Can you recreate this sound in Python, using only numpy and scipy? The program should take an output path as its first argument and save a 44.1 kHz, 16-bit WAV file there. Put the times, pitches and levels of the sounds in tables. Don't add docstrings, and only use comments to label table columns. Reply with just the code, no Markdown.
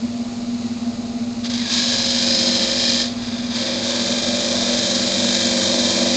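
import sys
import numpy as np
from scipy import signal
from scipy.fft import rfft, irfft, next_fast_len
from scipy.io import wavfile
from scipy.ndimage import map_coordinates

SR = 44100
rng = np.random.default_rng(int(sys.argv[2]) if len(sys.argv) > 2 else 0)


def store_pcm(level_fs):
    pcm = np.round(np.clip(level_fs, -1, 1) * 32767).astype(np.int16)
    wavfile.write(sys.argv[1], SR, np.atleast_2d(pcm).T)


N = 271656


def from_db(db):
    return 10 ** (np.asarray(db) / 20)


def rms_one(x):
    return x / np.sqrt(np.mean(x ** 2) + 1e-20)


def in_time(rows):
    s, *columns = np.transpose(rows)
    return [np.interp(np.arange(N) / SR, s, column) for column in columns]


def drift(rate_hz):
    step = 40
    pole = np.exp(-2 * np.pi * rate_hz * step / SR)
    noise = rng.standard_normal(N // step + 2002)
    slow = signal.lfilter([1], [1, -2 * pole, pole * pole], noise)[2000:]
    return np.interp(np.arange(N) / step, np.arange(len(slow)), rms_one(slow))


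def coloured(x, spectrum, resonances=()):
    size = next_fast_len(N + 4096)
    hz = np.maximum(np.fft.rfftfreq(size, 1 / SR), 1)
    points, levels = np.transpose(spectrum)
    db = np.interp(np.log(hz), np.log(points), levels, left=-np.inf, right=-np.inf)
    for centre, width, lift in resonances:
        db = db + lift / (1 + (2 * (hz - centre) / width) ** 2)
    return rms_one(irfft(rfft(x, size) * from_db(db), size)[:N])


def ringing(hz, width_hz):
    phase = 2 * np.pi * np.cumsum(hz * np.ones(N)) / SR
    return rms_one(drift(width_hz) * np.cos(phase) + drift(width_hz) * np.sin(phase))


def surface(turns, memory, count):
    keep = np.clip(memory, 0, .995)
    laps = rng.standard_normal((int(turns[-1]) + 2, count))
    for k in range(1, len(laps)):
        laps[k] = keep * laps[k - 1] + np.sqrt(1 - keep ** 2) * laps[k]
    return rms_one(map_coordinates(laps.ravel(), [turns * count], order=3, mode="nearest"))


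def spindle_tone(turns, multiple, unsteady):
    phase = 2 * np.pi * (multiple * turns + rng.random())
    return (1 + unsteady * drift(1.65)) * np.cos(phase) + unsteady * drift(1.2) * np.sin(phase)


BELT_LAPS_PER_S, BELT_JOINT_S = 5.967, -.0095
SLIP_FROM_S, SLIP_TO_S, SLIP_LAPS = 2.35, 2.8, .67


def belt_laps():
    t = np.arange(N) / SR
    slipped = np.interp(t, [SLIP_FROM_S, SLIP_TO_S], [0, SLIP_LAPS])
    return BELT_LAPS_PER_S * (t - BELT_JOINT_S) - slipped


MAINS_HZ = 60
STEADY_HUM_DB = -28
TUG_SPREAD_DB = 1.65
# (multiple of the mains, belt order, mean level [dB rms])
HUM = [(1, 0, -61), (2, -3, -45), (2, 0, -47.5), (2, 3, -52.5), (4, -8, -45), (4, -2, -53.5), (4, 2, -44),
       (4, 3, -52)]
# (place in the lap [0-1], typical hum level [dB])
TUGS = [(.318, -21), (.679, -23.6), (0.977, -24)]


def motor(turns, slack, waver=0.082, surge_s=0.038, surge_hz=237):
    t, laps = np.arange(N) / SR, belt_laps()
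    hum_hz = 4 * MAINS_HZ
    hum = (1 - slack) * from_db(STEADY_HUM_DB) * np.cos(2 * np.pi * hum_hz * t)
    for multiple, belt_order, db in HUM:
        level = from_db(db) * (1 + waver * drift(1.8))
        hum = hum + level * np.cos(2 * np.pi * (multiple * MAINS_HZ * t + belt_order * laps))
    for lap in range(int(laps[-1]) + 1):
        for place, db in TUGS:
            s = np.interp(lap + place, laps, t, right=np.inf)
            near = np.abs(t - s) < surge_s
            lag = t[near] - s
            strength = from_db(db + TUG_SPREAD_DB * rng.standard_normal())
            swell = strength * np.cos(np.pi / 2 * lag / surge_s) ** 2
            hum[near] += slack[near] * swell * np.cos(2 * np.pi * (hum_hz * s + surge_hz * lag))
    return np.sqrt(2) * hum


# (frequency [Hz], relative level [dB per Hz])
RUMBLE = [(12, -68), (20, -23), (75, -23), (107, -21.5), (166, -22), (238, -12.5), (270, -18.5), (576, -26),
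          (630, -25), (690, -20), (728, -30.5), (797, -28.5), (1500, -43.5), (1950, -68), (3300, -120)]
# (frequency [Hz], relative level [dB per Hz])
BEARINGS = [(590, -35), (1000, -6.5), (1100, -7.5), (1200, -3.5), (1600, -11), (2500, -6.5), (3200, -10.5),
            (4100, -2), (4970, -5), (5710, -10.5), (6790, -6.5), (7860, -19.5), (8620, -29), (8940, -45.5),
            (11600, -72), (19700, -120)]
# (frequency [Hz], width [Hz], level [dB rms])
HOUSING = [(233.5, 27, -34.5), (440, 27, -58), (587, 12, -50.5), (691, 20, -49.5), (801, 18, -51.5),
           (7600, 40, -61.5), (8370, 40, -76)]


def headstock(turns, rumble_db=-38, bearings_db=-39.5, flutter_db=1.0):
    dip = (226.4, 43, -14.0)   # Hz, width Hz, dB
    rumble = from_db(rumble_db) * coloured(rng.standard_normal(N), RUMBLE, [dip])
    flutter = from_db(flutter_db * surface(turns, memory=0.41, count=12))
    rolling = rng.standard_normal(N) * flutter
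    bearings = from_db(bearings_db) * coloured(rolling, BEARINGS)
    castings = sum(from_db(db) * ringing(hz, width / 2) for hz, width, db in HOUSING)
    return rumble + bearings + castings


# (time [s], pitch [Hz], level [dB], shaky part as a multiple of the held part)
SING = [(1.52, 2500, -65, 3), (1.57, 2300, -44, 3), (1.66, 1650, -39, 2), (2.0, 1660, -42, 1.5),
        (2.4, 1770, -44, .8), (2.75, 1783, -40, .5), (3.03, 1788, -36.5, .5), (3.12, 1790, -68, .5)]


def squeak(turns, touching, end_grain_db=7):
    hz, db, shaky = in_time(SING)
    passes = rms_one(from_db(end_grain_db * np.cos(2 * np.pi * 2 * turns)))
    held = np.sqrt(2) * np.cos(2 * np.pi * np.cumsum(hz) / SR)
    note = (held + shaky * ringing(hz, width_hz=26)) / np.hypot(1, shaky)
    return touching * from_db(db) * passes * note


# (time [s], level [dB])
RING_UP = [(1.5, -78), (1.75, -37), (2.05, -38), (2.3, -24), (2.7, -30.5), (2.9, -28), (3.02, -22.5),
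           (3.15, -65)]
# (multiple of the spindle rate, relative level [dB])
RING_MODES = [(99, -16), (132, -12), (169, -4), (195, -13), (209, -6)]


def blade_ring(turns, speed, locked_db=0, loose_db=-2):
    ring_db, = in_time(RING_UP)
    ring = 0
    for multiple, db in RING_MODES:
        locked = from_db(locked_db) * spindle_tone(turns, multiple, unsteady=0.31)
        loose = from_db(loose_db) * ringing(multiple * speed, width_hz=29)
        ring = ring + from_db(db) * (locked + loose)
    return from_db(ring_db) * ring


FULL_SHUDDER_DB = -33
THRUM_DB, THRUM_FOLLOWS = -28.5, 1.35
CHATTER_WIDTH_HZ, TONE_DB, WOOD_DB = 28, -.3, -6.5
# (time [s], growl level [dB], shudder level [dB])
LOAD = [(1.52, -44, -47), (1.58, -55, -62), (1.77, -40, -43.5), (1.88, -37, -49), (2.46, -29.5, -34),
        (3.01, -33, -41), (3.19, -55, -57), (3.38, -39.5, -48.5), (3.48, -47, -60.5), (3.62, -32, -39),
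        (4.7, -27.5, -37), (5.09, -30, -34), (6.09, -26.5, -33), (6.1, -28, -33.5)]
# (time [s], frequency [Hz], lift [dB])
CHATTER_PITCH = [(3.0, 537, 9), (3.6, 540, 6), (4.0, 574, 10), (4.8, 592, 10), (5.05, 603, 6),
                 (5.3, 535, 6), (5.6, 535, 7), (5.9, 600, 3), (6.16, 535, 6)]
# (multiple of the spindle rate, relative level [dB])
GROWL = [(17, -13), (18, -15), (19, -14), (20, -10), (21, -13), (22, 0), (23, -5), (24, -3), (25, -8),
         (26, -16), (27, -8), (28, -8), (32, -13), (36, -14), (40, -16), (42, -16)]
# (multiple of the spindle rate, relative level [dB])
THRUM = [(4, -15.5), (8, -1), (10, -3.5)]
# (multiple of the spindle rate, relative level [dB])
SHUDDER = [(11, -12), (13, -14.5), (14, -5.5)]
# (frequency [Hz], relative level [dB per Hz])
WOOD = [(150, -23), (200, -4.5), (280, -3), (380, -9.5), (470, -0.5), (560, 6.5), (650, 2.5), (760, -10.5),
        (950, -21.5), (1200, -21)]


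def flexing_tones(turns, orders):
    return rms_one(sum(from_db(db) * spindle_tone(turns, multiple, unsteady=0.11) for multiple, db in orders))


def workpiece(turns, speed, touching, growl_trim_db=3.0, shudder_trim_db=0.5):
    growl_db, shudder_db = in_time(LOAD)
    thrum_db = THRUM_DB + THRUM_FOLLOWS * (shudder_db - FULL_SHUDDER_DB)
    centre_hz, lift_db = in_time(CHATTER_PITCH)
    growl, power = 0, 0
    for multiple, db in GROWL:
        near = 1 / (1 + (2 * (multiple * speed - centre_hz) / CHATTER_WIDTH_HZ) ** 2)
        gain = from_db(db + lift_db * near)
        growl = growl + gain * spindle_tone(turns, multiple, unsteady=0.14)
        power = power + gain ** 2
    thrum = from_db(thrum_db) * flexing_tones(turns, THRUM)
    shudder = from_db(shudder_db + shudder_trim_db) * flexing_tones(turns, SHUDDER)
    wood = coloured(surface(turns, memory=0.25, count=200), WOOD)
    chatter = from_db(TONE_DB) * growl / np.sqrt(power) + from_db(WOOD_DB) * wood
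    return touching * (from_db(growl_db + growl_trim_db) * chatter + thrum + shudder)


def edge_bite(turns, grain_db=.9, end_grain_db=.75, fibre_db=1.4, belt_db=.8, grip_db=.3):
    grain = grain_db * surface(turns, memory=0.89, count=10)
    end_grain = end_grain_db * np.cos(2 * np.pi * 2 * turns)
    fibres = fibre_db * surface(turns, memory=.88, count=70)
    tug = belt_db * np.cos(2 * np.pi * 3 * belt_laps())
    return rms_one(from_db(grain + end_grain + fibres + tug + grip_db * drift(23)))


FULL_FEED_DB = -20
CUTTING_DB, RUBBING_RANGE_DB = -20, 11
RASP_DB, RASP_FOLLOWS, RASP_BURIED_DB = -33, 0.64, 2.5
# (time [s], level [dB])
FEED = [(1.52, -28.5), (1.66, -28.5), (1.74, -19.5), (2.04, -21), (2.2, -20), (2.45, -19.0), (2.76, -21),
        (2.88, -19), (3.02, -21), (3.15, -39.0), (3.24, -34.0), (3.5, -33), (3.56, -24.5), (3.8, -26.5),
        (3.86, -23.5), (4.85, -21), (5.45, -20.0), (6.16, -21)]
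# (time [s], buried share [0-1])
GROOVE = [(3.05, 0), (3.85, 0.83)]
# (frequency [Hz], relative level [dB per Hz])
RASP = [(470, -32.5), (800, -5.5), (822, -6.5), (1000, -5), (1450, -9), (1560, -3.5), (1730, -2),
        (2120, -6.5), (2350, -0.5), (2720, -11), (3000, -10.5), (3900, -25.5), (6600, -120)]
# (frequency [Hz], relative level [dB per Hz])
SHALLOW_HISS = [(1590, -34), (2700, -16), (3040, -10), (3150, -5.5), (3420, -7), (3990, 0), (4240, -3.5),
                (4350, -2.5), (5150, -2), (5500, -8), (6990, -9), (8090, -24.5), (8940, -42),
                (11600, -70.5), (19700, -120)]
DEEP_HISS = [(1590, -32), (2700, -20), (2940, -23), (3170, -5.5), (3380, -10), (3670, -3), (3990, -2.5),
             (4320, -5.5), (4930, -6.5), (5700, -9.5), (7100, -9.5), (7930, -20.5), (8940, -40),
             (11600, -62.5), (19700, -120)]
RUB_HISS = [(1590, -51), (2700, -14), (3080, -11.5), (3330, -2), (3700, -0.5), (4320, -4), (4830, -1),
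            (5470, -11), (6140, -8), (6990, -14.5), (7970, -24.5), (8940, -44.5), (11600, -71),
            (19700, -120)]
# (frequency [Hz], width [Hz], lift [dB])
BLADE = [(1620, 40, 3.5), (2020, 25, 4), (2415, 50, 5), (3228, 35, 5), (3330, 60, -3), (3555, 30, 4),
         (3622, 30, 3), (3838, 30, 4), (4130, 35, 5), (4450, 70, -5), (4560, 40, 2), (4777, 35, 4),
         (4890, 50, -3), (4970, 30, 3), (5093, 40, 4.5)]


def shaving(turns, speed, touching, hiss_trim_db=-0.05):
    hiss_db, = in_time(FEED)
    depth, = np.clip(in_time(GROOVE), 0, 1)
    rasp_db = RASP_DB + RASP_FOLLOWS * (hiss_db - FULL_FEED_DB) + RASP_BURIED_DB * depth
    rubbing = np.clip((CUTTING_DB - hiss_db) / RUBBING_RANGE_DB, 0, 1)
    bite = edge_bite(turns)
    tearing = bite * surface(turns, memory=0.56, count=1800)
    coarse = bite * surface(turns, memory=0.69, count=500)
    damped, pressed, free = (np.array(BLADE) * [1, 1, share] for share in (.8, 1.05, 1.5))
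    shallow = coloured(tearing, SHALLOW_HISS, pressed)
    deep = coloured(tearing, DEEP_HISS, damped)
    cut = (1 - depth) * shallow + depth * deep
    hiss = (1 - rubbing) * cut + rubbing * coloured(tearing, RUB_HISS, damped)
    rasp = (1 - rubbing) * coloured(coarse, RASP, damped) + rubbing * coloured(coarse, RASP, free)
    scrape = from_db(hiss_db + hiss_trim_db) * hiss + from_db(rasp_db) * rasp
    return touching * (scrape + bite * blade_ring(turns, speed))


IDLE_TURNS_PER_S, SAG_TURNS_PER_S = 24.7, .36
TAUT_DB = -33.5
# (time [s], contact [0-1])
FIRST_TOUCH = [(1.435, 0), (1.447, 1), (1.468, 1), (1.48, .3), (1.497, .3), (1.501, 1)]


def scene():
    touching, = in_time(FIRST_TOUCH)
    growl_db, shudder_db = in_time(LOAD)
    speed = IDLE_TURNS_PER_S - SAG_TURNS_PER_S * touching * from_db(shudder_db - FULL_SHUDDER_DB)
    slack = 1 / (1 + touching * from_db(growl_db - TAUT_DB))
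    turns = np.cumsum(speed) / SR
    machine = motor(turns, slack) + headstock(turns)
    cut = squeak(turns, touching) + workpiece(turns, speed, touching) + shaving(turns, speed, touching)
    return (machine + cut)[None]


def record(dry):
    low_pass = signal.ellip(10, .1, 80, 8900, fs=SR, output="sos")
    return signal.sosfilt(low_pass, dry)


dry = scene()
out = record(dry)
store_pcm(out)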